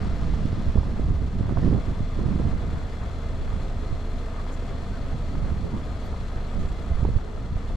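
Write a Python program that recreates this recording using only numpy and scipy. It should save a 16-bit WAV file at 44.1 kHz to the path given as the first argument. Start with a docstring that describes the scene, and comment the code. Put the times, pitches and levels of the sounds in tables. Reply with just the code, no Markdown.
"""A car crawls along a rutted dirt track, heard from a small camera fixed outside above the bonnet.
From the start a six-cylinder engine drones at low revs under its rushing fan, and tyres crunch dry soil.
For nearly three seconds gusts buffet the microphone ports, mostly the right, and single eddies thump.
Then the breeze drops, the tyres flick grit from 3.7 s, and the suspension squeaks faintly near 5 s.
After that the gusts pick up again, with a last cluster of thumps around 7 s."""
import sys
import numpy as np
from scipy import signal
from scipy.fft import rfft, irfft, next_fast_len
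from scipy.io import wavfile
from scipy.ndimage import uniform_filter1d, map_coordinates

SR = 44100
rng = np.random.default_rng(int(sys.argv[2]) if len(sys.argv) > 2 else 0)


def unload_wav(signal):
    """Save mono or channel-first audio to the path in sys.argv[1] as 16-bit WAV at rate SR, clipped to [-1, 1]."""
    wavfile.write(
        sys.argv[1],
        SR,
        np.round(np.clip(np.atleast_2d(signal).T, -1, 1) * 32767).astype(np.int16),
    )


N = 342216
T = np.arange(N) / SR


def undb(db):
    """Amplitude ratio of a level in decibels."""
    return 10 ** (np.asarray(db) / 20)


def unit(x):
    """Normalisation to rms 1."""
    return x / np.sqrt(np.mean(x ** 2))


def curves(table):
    """Linear interpolation of each column of a timed table, sample by sample."""
    time_s, *columns = np.transpose(table)
    return [np.interp(T, time_s, column) for column in columns]


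def bins(size):
    """Fourier frequencies for that many samples, floored at 1 Hz."""
    return np.maximum(np.arange(size // 2 + 1) * SR / size, 1)


def along(points, f):
    """Interpolation of (frequency_hz, value) points on a logarithmic frequency axis."""
    hz, value = np.transpose(points)
    return np.interp(np.log(f), np.log(hz), value)


def colour(x, outline):
    """Spectral shaping by a (frequency_hz, gain_db) outline, to rms 1."""
    size = next_fast_len(x.shape[-1])
    spectrum = rfft(x, size) * undb(along(outline, bins(size)))
    return unit(irfft(spectrum, size)[..., :x.shape[-1]])


def walk(rate):
    """Smoothed random fluctuation of rms 1, with rate new values a second."""
    step = max(int(SR / rate), 2)
    held = np.repeat(rng.standard_normal(N // step + 1), step)
    return unit(uniform_filter1d(uniform_filter1d(held, step), step)[:N])


def ports(mid, side, correlation):
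    """Partial coherence: left and right are the sum and difference of two independent signals."""
    c = np.clip(correlation, 0, 1)
    shared, opposed = mid * np.sqrt(1 + c), side * np.sqrt(1 - c)
    return np.array([shared + opposed, shared - opposed]) / np.sqrt(2)


def pan(db):
    """A level difference, left minus right, as two gains whose mean is 1."""
    gains = undb(np.array([[.5], [-.5]]) * db)
    return gains / gains.mean(axis=0)


# Rotation of the crankshaft: time_s, rate_hz
CRANK_RATE = [(0.0, 27.34), (0.6, 27.39), (1.12, 25.49), (1.53, 25.95), (1.82, 28.23), (2.03, 26.45),
              (2.57, 25.94), (3.31, 26.91), (4.0, 25.93), (5.9, 26.71), (6.4, 24.27), (6.76, 24.4),
              (7.54, 26.57), (7.76, 28.39)]
# Partials of the drone: cycles_per_turn, level_db
ENGINE_ORDERS = [(1, -32), (2, -43.5), (3, -38), (4, -47), (4.5, -50.5), (6, -53.5), (7.5, -50.5),
                 (9, -58.5)]


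def engine(turns, waver_db=2.0, slip_cycles=0.021):
    """Rotation radiates orders, multiples of the crank rate; each wavers with the load over the ruts."""
    drone = 0
    for order, db in ENGINE_ORDERS:
        cycles = order * turns + rng.random() + slip_cycles * walk(8.7)
        drone = drone + np.sqrt(2) * np.sin(2 * np.pi * cycles) * undb(db + waver_db * walk(5))
    return drone * pan(-.5)


def body_flex(sound, depth=.008, flexes_per_s=4):
    """Frequency modulation: cavities waver in pitch as the body flexes over the ruts."""
    position = np.arange(N) + np.cumsum(depth * walk(flexes_per_s))
    return np.array([map_coordinates(port, [position], order=5, mode="mirror") for port in sound])


# Engine load, heard as the level of the rush; it eases twice: time_s, level_db
ENGINE_LOAD = [(0, -38), (.7, -39), (1.0, -40), (1.35, -41), (1.7, -39.5), (2.5, -38.5), (5.5, -38.5),
               (7.0, -38.5), (7.25, -41), (7.55, -41), (7.76, -38)]
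# Spectrum of the rush: frequency_hz, gain_db
RUSH_SPECTRUM = [(90, 32.5), (260, 25.5), (340, 21.5), (700, 17), (820, 11.5), (1300, 11), (1500, 7),
                 (2500, 2), (4450, -3), (4800, -5.5), (7750, -8.5), (8200, -13), (11000, -21.5),
                 (12300, -22.5), (14000, -31.5)]
# Resonances of the engine bay: centre_hz, width_hz, lift_db
BAY_MODES = [(255, 30, 3), (325, 50, -2.5), (455, 60, 3), (668, 34, 5.3), (735, 50, 1), (1235, 100, 4),
             (1810, 50, 3), (2066, 50, 6), (2950, 400, -.8), (3385, 130, 6.3), (3570, 90, 2),
             (4150, 160, 6.3), (4505, 80, 4.3), (9950, 400, 2.5)]
# Balance of the rush at the ports: frequency_hz, left_minus_right_db
RUSH_PAN = [(150, 0.17), (370, 1.3), (670, 3.2), (1400, 2.5), (2800, 4), (3400, 6.3), (4300, 3.1),
            (5200, -.5), (6100, .5), (7500, 3.9), (10000, 3.5), (13000, 0.1)]
# Likeness of the rush at the ports: frequency_hz, correlation
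RUSH_CORRELATION = [(300, 0.98), (650, 0.9), (1100, 0.96), (2300, 0.5), (4300, 0.75), (6300, 0.45),
                    (8500, 0.49), (12000, 0.39)]


def fan_rush(turns, throb=0.038, rough_db=1.0, low_cut_hz=90):
    """Cavity resonance: the bay filters fan air and clatter, modulated by three firings a turn."""
    firing = 1 + throb * np.cos(2 * np.pi * 3 * turns)
    air = rng.standard_normal((2, N)) * firing * undb(rough_db * walk(160))
    size = next_fast_len(N)
    f = bins(size)
    lift_db = sum(db / (1 + (2 * (f - hz) / width) ** 2) for hz, width, db in BAY_MODES)
    low_cut = f ** 2 / (f ** 2 + low_cut_hz ** 2)
    response = undb(along(RUSH_SPECTRUM, f) + lift_db) * low_cut * pan(along(RUSH_PAN, f))
    spectrum = ports(*rfft(air, size), along(RUSH_CORRELATION, f)) * response
    low = f < 1500
    large_cavities = irfft(spectrum * low, size)[:, :N]
    small_cavities = irfft(spectrum * ~low, size)[:, :N]
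    level_db, = curves(ENGINE_LOAD)
    return unit(body_flex(large_cavities) + small_cavities) * undb(level_db)


# Thin tones of the belt drive: pitch_hz, base_db, swell_centre_s, rise_db
BELT_TONES = [(2063, -70, 2.8, 3), (3385, -71.5, 2.6, 5), (4150, -71.5, 4.7, 4), (4505, -76, 5.4, 7)]


def belt_whines(crank_hz, waver_db=3.0, jitter=0.006, follow=.15, swell_s=0.78):
    """Narrow resonances of the pulleys flutter in pitch; each swells in its own time, all with load."""
    load_db, = curves(ENGINE_LOAD)
    speed_ratio = crank_hz / crank_hz.mean()
    tones = 0
    for hz, base_db, centre_s, rise_db in BELT_TONES:
        pitch_hz = hz * speed_ratio ** follow * (1 + .005 * walk(14) + jitter * walk(200))
        swell_db = rise_db / (1 + ((T - centre_s) / swell_s) ** 2)
        tone = np.sin(2 * np.pi * np.cumsum(pitch_hz) / SR)
        tones = tones + tone * undb(base_db + swell_db + waver_db * walk(25))
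    return tones * pan(5) * undb(2 * (load_db - load_db.mean()))


def tyre_crunch(crumbs_per_s=900, mean_db=-51.5, spread_db=2.5, patch_db=1.6, clods_db=1.5):
    """Brittle fracture: soil crumbs burst under the tread, louder as clods give way or wheels pull."""
    load_db, = curves(ENGINE_LOAD)
    ground_db = patch_db * walk(5)  # looser and firmer patches
    level_db = mean_db + 0.69 * (load_db - load_db.mean()) + ground_db
    bursts = rng.random((2, N)) < crumbs_per_s / SR
    sizes = undb(spread_db * np.minimum(rng.exponential(size=(2, N)), 4)) * rng.standard_normal((2, N))
    soil = [(100, -26), (420, -2.5), (1000, 2.5), (1700, -4.5), (2600, -14.5), (7000, -39), (14000, -53)]
    crunch = colour(bursts * sizes * undb(clods_db * walk(20)), soil)
    return ports(*crunch, correlation=0.41) * pan(4.0) * undb(level_db)


def sand(grains_per_s=40, level_db=-76, spread_db=4, decay_s=.0015):
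    """Shot noise: grains strike the wheel arches at random, each a faint, quickly damped crackle."""
    hits = rng.random((2, N)) < grains_per_s / SR
    sizes = undb(spread_db * np.minimum(rng.exponential(size=(2, N)), 3))
    decay = np.exp(-np.arange(512) / SR / decay_s)
    envelope = signal.fftconvolve(hits * sizes, decay[None], mode="same")
    outline = [(2000, -26), (5500, 1), (7500, 1), (9000, -7), (12500, -16), (14000, -21)]
    ticks = colour(envelope * rng.standard_normal((2, N)), outline)
    return ports(*ticks, correlation=0.4) * undb(level_db)


# The breeze between gusts: time_s, buffet_db
BREEZE_LEVEL = [(0, -31.5), (2.1, -31.5), (3.0, -35.5), (4.6, -37.5), (5.5, -33), (6.2, -36), (7.76, -34.5)]
# Gusts on the ports: start_s, length_s, buffet_db, flutter_db
WIND_GUSTS = [(0.0, 0.094, -34, -32), (0.213, 0.29, -28.5, -32.5), (0.562, 0.066, -41, -28.5),
              (0.658, 0.045, -23, -30.5), (0.752, 0.051, -24, -30), (0.855, 0.089, -35, -30),
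              (0.979, 0.15, -29.5, -31), (1.193, 0.087, -29, -33), (1.343, 0.44, -32.5, -31),
              (1.625, 0.17, -34, -23), (1.873, 0.052, -28, -28.5), (2.009, 0.039, -22, -37),
              (2.161, 0.083, -32, -27), (2.227, 0.27, -30.5, -26), (2.495, 0.083, -29, -34.5),
              (2.62, 0.16, -38.5, -32), (3.522, 0.065, -33, -37), (3.9, 0.058, -28.5, -39),
              (5.125, 0.046, -36, -29.5), (5.312, 0.37, -31.5, -33.5), (5.723, 0.062, -49, -27.5),
              (6.35, 0.033, -36, -37.5), (6.543, 0.17, -29, -35), (6.893, 0.29, -26, -47),
              (7.516, 0.061, -23.5, -43), (7.676, 0.061, -30, -50)]


def airflow(attack_s=0.027, release_s=0.031, breeze_pan_db=-1.5, gust_pan_db=-4):
    """Incoherent addition: gusts add power to the breeze and shift it to the windward right port."""
    breeze_db, = curves(BREEZE_LEVEL)
    puffs_db = 2.5 * walk(12)
    breeze_power = undb(breeze_db + puffs_db) ** 2
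    buffet_power = breeze_power
    flutter_power = undb(-41.5 + puffs_db + 2 * (breeze_db - breeze_db.mean())) ** 2
    for start_s, length_s, buffet_db, flutter_db in WIND_GUSTS:
        rise = np.clip(.5 + (T - start_s) / attack_s, 0, 1)
        fall = np.clip(.5 + (start_s + length_s - T) / release_s, 0, 1)
        buffet_power = buffet_power + (rise * fall * undb(buffet_db)) ** 2
        flutter_power = flutter_power + (rise * fall * undb(flutter_db)) ** 2
    pan_db = gust_pan_db + (breeze_pan_db - gust_pan_db) * breeze_power / buffet_power
    return 10 * np.log10(buffet_power), 10 * np.log10(flutter_power), pan_db


def eddies(outline, correlation, span, patchy_db=2.5):
    """Intermittent turbulence: patchy pressure at both ports, its power evened over span samples."""
    patchy = rng.standard_normal((2, N)) * undb(patchy_db * walk(130))
    pressure = ports(*colour(patchy, outline), correlation)
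    power = np.mean(pressure ** 2, axis=0)
    smooth_power = uniform_filter1d(uniform_filter1d(power, span), span // 2)
    return pressure / np.sqrt(smooth_power + 0.032)


# Spectrum of the slow buffet: frequency_hz, gain_db
BUFFET_SPECTRUM = [(8, 1), (18, -16.5), (40, 1.5), (65, 0.5), (100, -8.5), (150, -16), (300, -43),
                   (4000, -100)]
# Spectrum of the quick flutter: frequency_hz, gain_db
FLUTTER_SPECTRUM = [(60, -8), (120, 3), (180, 4), (240, -2.5), (340, -11), (450, -18.5), (700, -27),
                    (1200, -30), (2200, -61), (14000, -94)]


def wind(buffet_trim_db=2.5, flutter_trim_db=-1.0, lean=2.5, bite=0.27, brisk_db=-29):
    """Turbulent pressure: big eddies load both ports together; small ones favour the windward port."""
    buffet_db, flutter_db, pan_db = airflow()
    buffet = eddies(BUFFET_SPECTRUM, correlation=0.77, span=3600)
    buffet = buffet * pan(pan_db) * undb(buffet_db + buffet_trim_db)
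    flutter = eddies(FLUTTER_SPECTRUM, correlation=0.74, span=1500)
    # faster air sheds smaller eddies, so hard gusts are brighter
    small = signal.sosfiltfilt(signal.butter(1, 320, "high", fs=SR, output="sos"), flutter)
    flutter = flutter + small * (undb(bite * (flutter_db - brisk_db)) - 1)
    return buffet + flutter * pan(lean * pan_db) * undb(flutter_db + flutter_trim_db)


# Air hissing past the camera: time_s, level_db
HISS_LEVEL = [(0, -54.5), (.5, -55), (.8, -56.5), (1.1, -64), (1.45, -63), (1.65, -53.5), (1.9, -65),
              (2.3, -59), (2.8, -65), (7.76, -72)]


def housing_hiss():
    """Flow noise: air streaming over the camera housing gives the wind its smooth treble."""
    level_db, = curves(HISS_LEVEL)
    outline = [(400, -20), (1500, 11), (2800, 3.5), (5500, 0.5), (7000, -14), (9000, -25), (14000, -45)]
    air = colour(rng.standard_normal((2, N)), outline)
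    return ports(*air, correlation=1.0) * pan(2) * undb(level_db)


# Single eddies striking the microphone: time_s, swing_db, swing_s, air_db, pitch_hz
EDDY_STRIKES = [(0.335, -21, 0.0035, -33, 620), (0.453, -11, 0.0021, -32, 282),
                (0.527, -15.5, 0.0021, -32, 280), (0.678, -13, 0.0045, -47, 250),
                (0.755, -10, 0.0026, -23, 330), (0.773, -23, 0.0018, -24.5, 640),
                (0.783, -10.5, 0.0058, -27, 300), (0.807, -19, .004, -33, 577),
                (0.830, -31, .0015, -33.5, 750), (0.993, -16, 0.0018, -29, 420),
                (1.106, -12, 0.0026, -36, 250), (1.217, -16, .0021, -34, 320),
                (1.407, -10, 0.0024, -30, 320), (1.492, -20, .0021, -28, 840),
                (1.509, -19, 0.0025, -33, 700), (1.521, -19, 0.0018, -30, 420),
                (1.57, -18, .0025, -26, 920), (1.580, -13.5, 0.0043, -23.5, 340),
                (1.589, -19, 0.002, -26, 330), (1.627, -15.5, 0.0013, -30, 338),
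                (1.644, -12, 0.0017, -31, 380), (1.665, -16, 0.0018, -30, 300),
                (1.675, -9.5, .0035, -21.5, 340), (1.709, -21, .0015, -26.5, 380),
                (1.725, -14, .0021, -30, 380), (1.744, -11, 0.0032, -29, 450),
                (1.775, -16, .0018, -32, 300), (1.88, -17, .0021, -39, 300),
                (2.004, -14.5, 0.0023, -42, 250), (2.188, -19, 0.0014, -32, 240),
                (2.258, -12, 0.0033, -43, 300), (2.356, -14, 0.0016, -29, 220),
                (2.398, -26, .0021, -26, 350), (2.456, -15, 0.0042, -42, 250),
                (2.532, -17, 0.0067, -50, 250), (3.536, -17, 0.0052, -53, 250),
                (3.925, -13.5, 0.0044, -46, 250), (5.127, -21, 0.0061, -50, 250),
                (5.519, -15.5, 0.0042, -42, 250), (5.638, -15.5, 0.007, -43, 300),
                (5.739, -25, .0021, -36, 400), (6.571, -17, 0.0075, -49, 250),
                (6.96, -18, 0.0087, -46, 250), (7.028, -12.5, 0.0033, -32, 280),
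                (7.049, -28, 0.0045, -20.5, 553), (7.076, -12, 0.0036, -38, 250),
                (7.086, -23, .0021, -24.5, 330), (7.102, -12.5, .0052, -33, 260),
                (7.162, -9, 0.005, -38, 260)]


def eddy_thumps(lag_s=0.002995, spit_s=.0034, swing_trim_db=1.0, pop_db=4, spit_db=-6):
    """Pressure transients, slower for bigger eddies; at the steepest point the port pops and spits."""
    out = np.zeros((2, N))
    lead_s = .04
    t = np.arange(4096) / SR - lead_s - lag_s  # zero at the steepest point
    window = np.exp(-.5 * (t / spit_s) ** 2)
    for time_s, swing_db, swing_s, air_db, hz in EDDY_STRIKES:
        u = t / swing_s
        swing = -2 * u / (1 + u ** 2) ** 2 * np.hanning(len(t))
        cycles = t * hz
        pop = np.cos(2 * np.pi * cycles) * np.exp(-(cycles / 0.42) ** 2)  # little more than one cycle
        outline = [(hz / 4, -6), (hz, 0), (hz * 1.08, -6), (hz * 1.9, -28), (hz * 12, -90)]
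        turbulence = colour(rng.standard_normal((2, len(t))) * window, outline)
        spit = unit(ports(*turbulence, correlation=0.53)) * np.sqrt(np.mean(window ** 2))
        air = pop * undb(pop_db) + spit * undb(spit_db)
        thump = swing * undb(swing_db + swing_trim_db) + air * undb(air_db)
        start = int((time_s - lead_s) * SR)
        out[:, start:start + len(t)] += thump * pan(-9)
    return out


# Grit, small stones and clods under the tyres: centre_s, level_db, pitch_hz, spread_s
GRIT_IMPACTS = [(3.667, -43, 390, 0.026), (3.837, -41, 420, 0.017), (4.395, -44.5, 1220, 0.017),
                (4.537, -55, 7150, 0.013), (4.539, -72, 11500, .013), (4.73, -48, 400, 0.033),
                (5.122, -50, 1620, 0.0076), (5.67, -38, 396, 0.02), (5.755, -43.5, 950, 0.017),
                (6.06, -67, 12000, .016), (6.143, -39, 850, 0.0047), (6.143, -44, 1050, 0.005),
                (6.621, -62, 7000, .014), (6.691, -63, 7500, 0.013), (7.278, -43.5, 416, 0.083)]


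def grit():
    """Impact noise: sprays of sand and taps of stones, each a narrow band under a Gaussian envelope."""
    out = 0
    for centre_s, db, hz, spread_s in GRIT_IMPACTS:
        outline = [(hz / 4, -60), (hz / 2, -30), (hz * 0.92, -5), (hz, 0),
                   (hz * 1.07, -8), (hz * 2, -32), (hz * 4, -75)]
        spray = colour(rng.standard_normal((2, N)), outline)
        out = out + spray * undb(db) * np.exp(-.5 * ((T - centre_s) / spread_s) ** 2)
    return out


# A faint squeak of the suspension: time_s, pitch_hz, level_db
SQUEAK_GLIDE = [(4.905, 1420, -66), (4.922, 1485, -50), (4.947, 1570, -49.5), (4.965, 1510, -52),
                (4.982, 1380, -51), (4.996, 1235, -48.5), (5.025, 1190, -64)]


def suspension_squeak(jitter=0.009, rough_db=2):
    """Stick-slip friction: a rubber bush grips and lets go as the axle flexes."""
    hz, db = curves(SQUEAK_GLIDE)
    sounding = (T > SQUEAK_GLIDE[0][0]) & (T < SQUEAK_GLIDE[-1][0])
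    pitch_hz = hz * (1 + jitter * walk(300))
    tone = np.sin(2 * np.pi * np.cumsum(pitch_hz) / SR)
    return tone * sounding * undb(db + rough_db * walk(90)) * pan(1.92)


def scene():
    """Superposition: the pressures of machinery, track and wind add at the two ports."""
    crank_hz, = curves(CRANK_RATE)
    turns = np.cumsum(crank_hz) / SR
    machinery = engine(turns) + fan_rush(turns) + belt_whines(crank_hz)
    track = tyre_crunch() + sand() + grit() + suspension_squeak()
    return machinery + track + wind() + housing_hiss() + eddy_thumps()


def record(dry, fade_s=.004, top_hz=13800):
    """Band limiting: a steep low-pass cuts the top; brief fades keep either end from clicking."""
    fade = np.minimum(np.minimum(T, T[::-1]) / fade_s, 1)
    low_pass = signal.ellip(8, .2, 70, top_hz, fs=SR, output="sos")
    return signal.sosfilt(low_pass, dry * fade)


dry = scene()
out = record(dry)
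unload_wav(out)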